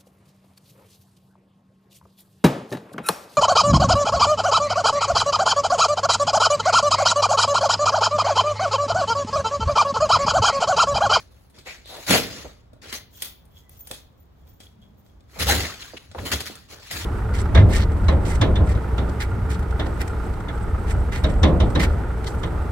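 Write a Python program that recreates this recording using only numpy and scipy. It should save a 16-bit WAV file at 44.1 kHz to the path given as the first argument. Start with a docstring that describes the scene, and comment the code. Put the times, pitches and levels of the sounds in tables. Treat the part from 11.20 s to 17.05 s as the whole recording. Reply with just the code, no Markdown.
"""A chain whip is swung and spun in a concrete yard with a wooden fence, heard by a microphone pair.
Turns and lunges make gritty rushes of shoes, cloth and chain from coloured grains of noise.
Between them the links jingle as ringing modes and the tip snaps on the ground in short bursts.
The cloth flag swishes and flaps as noise resonances, and heavy steps and gusts thud low down.
A faint distant hum, a thin tone, echoes of ground, fence and house wall, and town rumble lie behind."""
import sys
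import numpy as np
from scipy import signal
from scipy.fft import rfft, irfft
from scipy.io import wavfile
from scipy.ndimage import uniform_filter1d

SR = 44100
rng = np.random.default_rng(int(sys.argv[2]) if len(sys.argv) > 2 else 0)


def transcribe(u):
    """Save the signal u as a 16-bit wav file named by the first command-line argument.

    u: samples, shape (n,) or (channels, n), limited to [-1, 1]; the rate is SR.
    q: integer samples, one column per channel.
    """
    v = np.clip(np.atleast_2d(u).T, -1, 1)
    q = np.round(v * 32767).astype(np.int16)
    wavfile.write(sys.argv[1], SR, q)


N = 257970
TIME, HZ = np.arange(N) / SR, np.fft.rfftfreq(N, 1 / SR)

# All event and spectrum levels are relative, ahead of the layer gains in the functions.
# Scuffs of soles, cloth and sliding chain. Each row: start in seconds, rise in seconds,
# hold in seconds, t60 in seconds, level in dB, body and fizz in dB relative to that level.
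RUSHES = [(0.0, .002, .005, .3, -51, -7, -5.5), (.1, .02, .12, 0.44, -68.5, -2.5, 4.5),
          (0.334, .025, 0.035, .15, -54.5, 1, -14), (0.446, 0.025, .04, 0.4, -41.5, -6.5, -11),
          (0.661, 0.044, .15, .2, -44.5, -12.5, -3), (0.862, 0.045, 0.056, 0.2, -17.5, -7, -3.5),
          (1.005, .03, .17, .45, -39.5, -2.5, -9.5), (1.615, 0.00515, .085, 0.27, -45, -6, -10),
          (1.68, 0.021, 0.017, .1, -47, -12, -9), (1.722, 0.0064, 0.026, 0.15, -34, -10, 0),
          (4.07, 0.088, .04, 0.3, -49, -5, -5), (4.185, 0.022, 0.023, .16, -24.5, -4.5, -4.5),
          (4.256, .035, .03, 0.48, -22, -5.5, -2), (4.387, 0.0224, .04, .55, -34, -10.5, -17),
          (4.592, 0.017, 0.008, 0.92, -44.5, -13.5, -5.5), (4.936, 0.072, .05, 0.098, -45.5, 6.5, -3.5),
          (5.048, 0.013, .015, 0.28, -33, -3.5, -0.5), (5.113, 0.0081, .015, 0.146, -22, -12.5, -8),
          (5.195, .01, .008, 0.11, -35.5, -4, -5), (5.251, 0.014, .01, 0.12, -34, -11.5, -4),
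          (5.3, .01, .02, 0.71, -47.5, -8, -7), (5.478, 0.04, .025, 0.26, -43.5, -5, -6),
          (5.58, 0.065, .09, .1, -47, -18.5, -8.5), (5.703, .008, .03, .3, -36, -3.5, -6),
          (5.744, 0.024, 0.045, 0.8, -35.5, -9, -6.5)]
# Links shaking as the chain slackens in a turn. Each row: start in seconds, rise in seconds,
# hold in seconds, then rattle, high ring and low ring levels in dB.
SHAKES = [(1.894, 0.083, 0.072, -48.5, -45.5, -54), (1.998, .035, .02, -37.5, -71.5, -45),
          (2.297, .015, .02, -73, -65.5, -59), (2.331, 0.046, 0.017, -57.5, -62, -59),
          (2.496, 0.014, 0.063, -57, -55.5, -64), (2.565, .025, 0.031, -73, -46, -82),
          (2.638, 0.039, .03, -49.5, -63.5, -59), (2.712, 0.023, 0.019, -41.5, -72, -49),
          (2.965, .03, .008, -80, -57.5, -85), (3.17, .015, .04, -76.5, -80, -68.5),
          (3.243, .025, 0.047, -67, -56, -69.5), (3.392, 0.022, .04, -55.5, -76, -53.5),
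          (3.613, 0.0052, .008, -68, -75, -56.5), (3.765, 0.023, .01, -74, -62, -84),
          (3.843, .015, .04, -68, -81, -71)]
# Steel striking ground or steel. Each row: time in seconds, level in dB,
# body and fizz in dB relative to that level, t60 in seconds.
SNAPS = [(.2985, -54, -12.5, -10, 0.12), (0.386, -40, -35, -21, 0.18), (0.6576, -35, -8, -20, .025),
         (0.677, -33, -15, -24, .016), (0.9067, -9, -9.5, -19.5, 0.078), (1.532, -50.5, 9, -15, 0.08),
         (1.6217, -48.5, -13, -27, .024), (1.727, -20, -18, -37, .05), (2.021, -17, -25, -8.5, 0.057),
         (2.253, -61.5, -29, 3.5, .04), (2.494, -52.5, -15.5, 7.5, 0.024), (2.6065, -59, -14, 12.5, 0.025),
         (2.6716, -39.5, -12, -2, 0.056), (2.712, -20.5, -14, -15.5, 0.045), (3.276, -50, -3, -19, .038),
         (3.4027, -37, -7, -19, 0.11), (3.8634, -51, 0, -28, 0.03), (4.006, -49.5, -0.5, -26.5, 0.05),
         (4.1991, -18.5, -25.5, -16.5, .035), (4.3105, -5, -10, -18.5, 0.022),
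         (4.9145, -36, -6.5, -36, 0.089), (5.1223, -19.5, -22, -13, 0.047),
         (5.2046, -21.5, -37, -15.5, 0.069), (5.3538, -32, -28, -15, 0.044),
         (5.7114, -26.5, -14, -12, 0.36)]
# Flaps of the cloth. Each row: time in seconds, level in dB, reference pitch in Hz.
FLAPS = [(4.7348, -31.5, 477), (4.948, -27.5, 626), (4.9821, -27.5, 680), (4.986, -37, 1930),
         (5.297, -33, 336)]
# Swishes and soft puffs of air, cloth and sliding links, with a faint distant low hum at 3.502 s
# and a faint thin tone at 2.397 s.
# Each row: start in seconds, length in seconds, pitch in Hz, width in Hz, level in dB.
SWISHES_AND_TONES = [(0.46, 0.096, 2200, 775, -38.5), (0.686, .17, 565, 483, -42.5),
                     (0.642, .21, 3800, 1200, -45.5), (0.884, .13, 181, 140, -24),
                     (0.931, 0.044, 519, 267, -18.5), (0.902, 0.098, 2080, 1500, -22),
                     (1.241, 0.044, 450, 550, -38.5), (1.745, 0.041, 6120, 710, -38),
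                     (2.397, 0.22, 1995, 70, -71.5), (2.704, 0.04, 514, 277, -42.5),
                     (3.502, 0.43, 205, 45, -57), (4.158, 0.045, 635, 706, -42),
                     (4.286, 0.03, 818, 127, -19.5), (4.294, 0.054, 1750, 700, -21.5),
                     (4.299, 0.12, 264, 142, -30.5), (4.394, 0.024, 480, 500, -32),
                     (4.619, 0.018, 3060, 2490, -36), (4.766, 0.02, 2730, 2130, -36.5),
                     (5.059, 0.041, 3140, 700, -37.5), (5.104, 0.078, 255, 140, -37.5),
                     (5.254, .048, 1820, 900, -42.5), (5.723, 0.11, 253, 198, -44.5)]
# Heavy steps and gusts. Each row: start in seconds, rise in seconds, hold in seconds, level in dB.
BUFFETS = [(0.854, 0.092, 0.063, -34.5), (1.218, 0.044, .025, -41.5), (4.173, 0.02, 0.19, -26),
           (4.36, .03, 0.057, -32), (4.879, .02, 0.011, -44), (4.965, 0.037, .02, -29.5),
           (5.1, 0.042, 0.025, -34), (5.71, .035, .1, -35.5)]

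# Dull body of scuffs and blows. Each row: frequency in Hz, relative density in dB.
BODY_SPECTRUM = [(65, -25), (110, 2.5), (140, -4.5), (275, -2.5), (314, -4), (594, -1.5), (648, -3.5),
                 (793, -9), (961, -27), (1100, -26), (1430, -14), (2420, -120)]
# Grit under the soles. Each row: frequency in Hz, relative density in dB.
GRIT_SPECTRUM = [(500, -37.5), (850, -8.5), (1070, -5.5), (1130, -5.5), (1570, -4.5), (1910, -2),
                 (2620, -4), (3210, -3), (3910, -3.5), (4230, -1), (5950, -8), (6690, -6), (8800, -17.5),
                 (11400, -37), (19400, -120)]
# Crack of struck steel. Each row: frequency in Hz, relative density in dB.
STEEL_SPECTRUM = [(500, -21), (850, -10.5), (1840, 0), (2210, 0.5), (2590, 1.5), (2810, -9), (3420, 5),
                  (4930, 0), (6120, -7.5), (9000, -1.5), (11700, -58.5), (19800, -120)]
# Fine fizz on top. Each row: frequency in Hz, relative density in dB.
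FIZZ_SPECTRUM = [(7500, -17.5), (9000, -7.5), (10000, 0.5), (12000, 2), (14500, -3), (16000, -0.5)]
# Loose rattle of links. Each row: frequency in Hz, relative density in dB.
RATTLE_SPECTRUM = [(500, -4.0), (2000, -3), (5500, 1.5), (6800, 1.5),
                   (8000, -2.5), (9300, -5), (12000, -3), (16000, -6)]
# Thud of weight and moving air. Each row: frequency in Hz, relative density in dB.
THUD_SPECTRUM = [(20, -34.5), (35, -16.5), (55, 0), (75, 9),
                 (120, -5.5), (180, -10), (350, -39.5), (900, -73.5)]
# Distant town rumble. Each row: frequency in Hz, relative density in dB.
AIR_SPECTRUM = [(12, -52.5), (20, -20.5), (40, -2.5), (70, 4.5), (146, -7), (204, -11.5), (262, -13.5),
                (1060, -23.5), (2750, -37.5), (3340, -34.5), (4670, -41), (10500, -56.5), (13200, -48),
                (14300, -52), (16000, -47)]

# High modes of a link. Each row: frequency in Hz, relative level in dB, t60 in seconds.
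LINK_HIGH_MODES = [(14080, -1, .12), (14270, 12, 0.11), (13670, 11, .03), (15500, -12, 0.034),
                   (9100, -4, 0.15), (8900, -18, 0.023), (7000, -4, 0.041), (6470, -4.5, 0.068)]
# Low modes of a link. Each row: frequency in Hz, relative level in dB, t60 in seconds.
LINK_LOW_MODES = [(3342, -2, 0.05), (3300, 4, 0.031), (3660, -10, .012)]
# Ring of struck tip and links. Each row: frequency in Hz, relative level in dB, t60 in seconds.
TIP_MODES = [(3620, -15, .012), (8870, 4, 0.026), (13500, 2.5, 0.015), (15500, -5, .012)]

# First echoes off the ground and the fence. Each row: delay in seconds, level in dB.
ECHOES = [(.0035, -18.5), (0.0214, -17.5), (0.0332, -15)]
# Decay of the yard. Each row: frequency in Hz, t60 in seconds.
YARD_DECAY = [(150, 0.66), (1000, 0.31), (4000, 0.39), (8000, 0.18), (15000, 0.38)]
# Likeness of the two microphone ports for movement. Each row: frequency in Hz, likeness from 0 to 1.
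MOVE_LIKENESS = [(95, 1), (130, .7), (290, .8), (640, .4), (1400, .5), (3100, .2), (7000, .4), (9000, .7),
                 (10500, .93), (16000, .97)]
# The same for blows. Each row: frequency in Hz, likeness from 0 to 1.
HIT_LIKENESS = [(100, 0.3), (1500, 0.068), (8000, 0.61), (15000, .6)]
# The same for the open air. Each row: frequency in Hz, likeness from 0 to 1.
AIR_LIKENESS = [(60, 1), (130, .8), (290, 0.13), (640, 0.048), (3000, 0.091), (15000, .4)]
# Phase between the ports. Each row: frequency in Hz, angle subtracted from the right in radians.
PORT_PHASE = [(0, 0), (1100, 0), (2000, -.7), (3500, -2), (5100, -3.4), (6300, -6.2), (7200, -6.3),
              (8400, -8.8), (9300, -9.5), (10300, -12.57), (11600, -12.57), (12500, -15.7), (13600, -15.7),
              (14700, -18.85)]
# Balance of the ports. Each row: frequency in Hz, left minus right in dB.
PORT_TILT = [(60, -0.5), (110, -0.5), (200, 0.0), (380, -0.85), (700, 1.5), (1290, -0.91), (2380, 2.3),
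             (4400, 2), (8120, 0.5), (15000, 0.0)]

SWELL_POWER, SAG_DB_PER_S = 1.2, 2.5  # gain grows as this power of time; slope during the hold
SHAKE_T60_S, BUFFET_T60_S = 0.23, 0.24
SPIN_START_S, SPIN_END_S = 1.9, 4.1  # the spinning chain never quite rests in this span
SPIN_RATTLE_DB, SPIN_HIGH_DB = -75, -82  # ahead of the layer gains
EDGE_HZ = 15950  # upper band limit


def rushes():
    """Grit under the soles and sliding links: dense collisions with a dull body and a fine fizz."""
    grit, body, fizz = np.zeros((3, N))
    for start, rise, hold, t60, db, body_db, fizz_db in RUSHES:
        push = amp(db) * stroke(start, rise, hold, t60)
        grit += push
        body += push * amp(body_db)
        fizz += push * amp(fizz_db)
    drive = grains(per_s=3500, spread_db=2.0, smooth=0.63) * flutter(depth_db=1.04, size=260)
    drive = patchy(drive, depth_db=3.0, bins=5, frames=10)
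    return (amp(-0.5) * colour(drive * grit, GRIT_SPECTRUM)
            + amp(-2.0) * colour(drive * body, BODY_SPECTRUM)
            + amp(-3.0) * colour(drive * fizz, FIZZ_SPECTRUM))


def jingle():
    """The spinning chain rattles and rings faintly, and louder at each shake, in little clumps."""
    spinning = 1. * (TIME > SPIN_START_S) * (TIME < SPIN_END_S)
    spinning = uniform_filter1d(spinning, size=2000)  # soft ends
    gains = np.outer([amp(SPIN_RATTLE_DB), amp(SPIN_HIGH_DB), 0], spinning)
    for start, rise, hold, rattle_db, high_db, low_db in SHAKES:
        shake = stroke(start, rise, hold, SHAKE_T60_S)
        gains += np.outer(amp([rattle_db, high_db, low_db]), shake)
    rattle_gain, high_gain, low_gain = gains
    clinks = patchy(grains(per_s=2000, spread_db=3, smooth=.6), depth_db=2, bins=4, frames=12)
    rattle = colour(clinks, RATTLE_SPECTRUM)
    high = ring(LINK_HIGH_MODES, per_s=170)
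    clumps = flutter(depth_db=4, size=600)
    low = clumps * ring(LINK_LOW_MODES, per_s=200)
    return (amp(-4.5) * rattle * rattle_gain + amp(-5.0) * high * high_gain
            + amp(-3.5) * low * low_gain)


def ring(modes, per_s):
    """Links knock together at random and ring."""
    return struck(grains(per_s, spread_db=2.5, smooth=.2), modes)


def struck(blows, modes):
    """Blows ring a set of steel modes, each a decaying sine."""
    t = np.arange(SR // 5) / SR
    link = sum(amp(db - 60 * t / t60) * np.sin(2 * np.pi * hz * t) for hz, db, t60 in modes)
    return signal.oaconvolve(blows, link[None] / np.linalg.norm(link), axes=1)[:, :N]


def snaps():
    """Each blow is a sharp crack and a quick run of links landing one after another."""
    steel, body, fizz = np.zeros((3, 2, N))
    t = np.arange(SR // 6) / SR
    links = grains(per_s=7000, spread_db=2.5, smooth=.9)
    attack = (1 - np.exp(-t / .0003)) * (1 + .6 * np.exp(-t / .002))
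    for s, db, body_db, fizz_db, t60 in SNAPS:
        landing = np.roll(links, -round(s * SR), axis=1)[:, :len(t)]
        burst = landing * attack * amp(db - 60 * t / t60)
        add(steel, s, burst)
        add(body, s, burst * amp(body_db))
        add(fizz, s, burst * amp(fizz_db))
    return (amp(-10.5) * colour(steel, STEEL_SPECTRUM) + amp(-5.5) * colour(body, BODY_SPECTRUM)
            + amp(1.0) * colour(fizz, FIZZ_SPECTRUM) + amp(-1.5) * struck(fizz, TIP_MODES))


def flaps(fall_s=0.00426, t60=0.095, clean=0.47, spread=0.81):
    """The cloth pulls taut: a rough snap whose pitch drops steeply as the fold slows."""
    out, t = np.zeros((2, N)), np.arange(SR // 8) / SR
    for s, db, hz in FLAPS:
        glide = hz * (0.427 + 1.29 / (1 + t / fall_s))  # from 1.717 times the reference toward 0.427
        width = spread * hz
        fold = np.sin(2 * np.pi * np.cumsum(glide) / SR)
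        noise = rng.standard_normal((2, len(t)))
        puff = unit(resonate(resonate(noise, glide, width), glide, width))
        add(out, s, (clean * fold + puff) * amp(db - 60 * t / t60))
    return out


def swishes_and_tones():
    """Noise through one soft resonance that swells and fades: swishes, puffs, a faint hum and a thin tone."""
    out = np.zeros((2, N))
    for s, length, hz, width, db in SWISHES_AND_TONES:
        progress = np.linspace(0, 1, round(length * SR))
        noise = rng.standard_normal((2, len(progress)))
        resonance = unit(resonate(resonate(noise, hz, width), hz, width))
        add(out, s, amp(db) * np.sin(np.pi * progress ** 0.64) * resonance)
    return out


def buffets():
    """Low, lumpy thuds of weight and moving air."""
    rumble = colour(rng.standard_normal((2, N)), THUD_SPECTRUM)
    push = sum(amp(db) * stroke(start, rise, hold, BUFFET_T60_S) for start, rise, hold, db in BUFFETS)
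    return amp(-1.5) * rumble * push


def bounce(x):
    """Adds the first distinct echoes off ground and fence as delayed copies."""
    out = x.copy()
    for delay_s, db in ECHOES:
        add(out, delay_s, amp(db) * x)
    return out


def yard(x, delay_s=0.012):
    """Fence and house wall scatter the sound back, each frequency dying at its own rate."""
    t = np.arange(SR) / SR
    build_up = np.clip(t / delay_s - 1, 0, 1)  # silent for one delay, full after two
    reflected = rng.random((2, SR)) < 3000 / SR
    taps = rng.choice([-1., 1.], (2, SR)) * reflected * build_up
    hz, when, z = signal.stft(taps, SR, nperseg=256)
    decay = amp(-60 * when / read(YARD_DECAY, hz)[:, None])
    tail = signal.istft(z * decay, SR, nperseg=256)[1]
    return signal.fftconvolve(x, tail / np.linalg.norm(tail[0]), axes=1)[:, :N]


def air():
    """Distant town rumble: coloured noise, wide across the pair, with a slight slow wobble."""
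    rumble = colour(rng.standard_normal((2, N)), AIR_SPECTRUM)
    return amp(-52) * pair(rumble, AIR_LIKENESS) * flutter(depth_db=0.53, size=4000)


def pair(x, likeness):
    """Blends two unrelated signals into what the two microphone ports hear."""
    a, b = rfft(x)
    same = np.clip(read(likeness, HZ), 0, .999)
    right = same * a + np.sqrt(1 - same ** 2) * b
    right = right * np.exp(-1j * read(PORT_PHASE, HZ))
    lean = amp(read(PORT_TILT, HZ) / 2)
    return irfft(np.array([a * lean, right / lean]), N)


def stroke(start, rise, hold, t60):
    """Gain of one movement: it swells, holds with a slight sag, and dies away."""
    t = np.maximum(TIME - start, 0)
    sag_db = SAG_DB_PER_S * np.clip(t - rise, 0, hold)
    fall_db = sag_db + 60 * np.maximum(t - rise - hold, 0) / t60
    return np.minimum(t / rise, 1) ** SWELL_POWER * amp(-np.minimum(fall_db, 150))


def grains(per_s, spread_db, smooth):
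    """Two trains of tiny collisions of uneven size, at shared moments, over a smooth hiss."""
    struck_now = rng.random(N) < per_s / SR
    size = amp(spread_db * np.minimum(rng.exponential(1, N), 4)) * struck_now
    hits = unit(size * rng.choice([-1., 1.], (2, N)))
    return unit(hits + smooth * rng.standard_normal((2, N)))


def flutter(depth_db, size):
    """Random wobble of gain, smoothed twice over size samples."""
    wobble = uniform_filter1d(uniform_filter1d(rng.standard_normal(N), size), size)
    return unit(amp(depth_db * unit(wobble)))


def patchy(x, depth_db, bins, frames):
    """The colour shifts from moment to moment as the contact changes."""
    z = signal.stft(x, nperseg=512, noverlap=384)[2]
    field = uniform_filter1d(rng.standard_normal(z.shape[1:]), bins, 0)
    field = uniform_filter1d(field, frames, 1)
    shifted = z * amp(depth_db * unit(field))
    return unit(signal.istft(shifted, nperseg=512, noverlap=384)[1][:, :N])


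def resonate(x, hz, width):
    """A resonance of gain 1 that follows the curve hz: shift to zero, low-pass, shift back."""
    turn = np.exp(2j * np.pi * np.cumsum(hz * np.ones(x.shape[-1])) / SR)
    r = np.exp(-np.pi * width / SR)
    return 2 * (turn * signal.lfilter([1 - r], [1, -r], x / turn + 1e-18)).real


def colour(x, spectrum):
    """Filters by a spectrum, keeping the power of white input."""
    return irfft(rfft(x) * unit(amp(read(spectrum, HZ))), N)


def read(points, hz):
    """Reads a curve on a log-frequency axis."""
    f, value = np.transpose(points)
    return np.interp(np.log(hz + 1), np.log(f + 1), value)


def amp(db):
    """Decibels to gain."""
    return 10 ** (np.asarray(db) / 20)


def unit(x):
    """Scales to rms 1."""
    return x / np.sqrt(np.mean(x ** 2) + 1e-20)


def add(mix, s, sound):
    """Mixes a sound in at s seconds, cut at the end of the mix."""
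    part = mix[:, round(s * SR):][:, :sound.shape[-1]]
    part += sound[..., :part.shape[-1]]


def scene():
    """Movement, chain, hum and tone, their echo, and the open air."""
    moves = rushes() + swishes_and_tones() + flaps() + jingle()
    hits = bounce(snaps())
    echo = yard(amp(-13.5) * moves + amp(-7.0) * hits)
    return pair(moves + buffets() + echo, MOVE_LIKENESS) + pair(hits, HIT_LIKENESS) + air()


def record(dry):
    """The loudest peaks are rounded off; then the band limit."""
    rounded = dry / (1 + (dry / .85) ** 4) ** .25
    low_pass = signal.firwin(511, EDGE_HZ, window=("kaiser", 9), fs=SR)
    return signal.oaconvolve(rounded, low_pass[None], "same")


dry = scene()
out = record(dry)
transcribe(out)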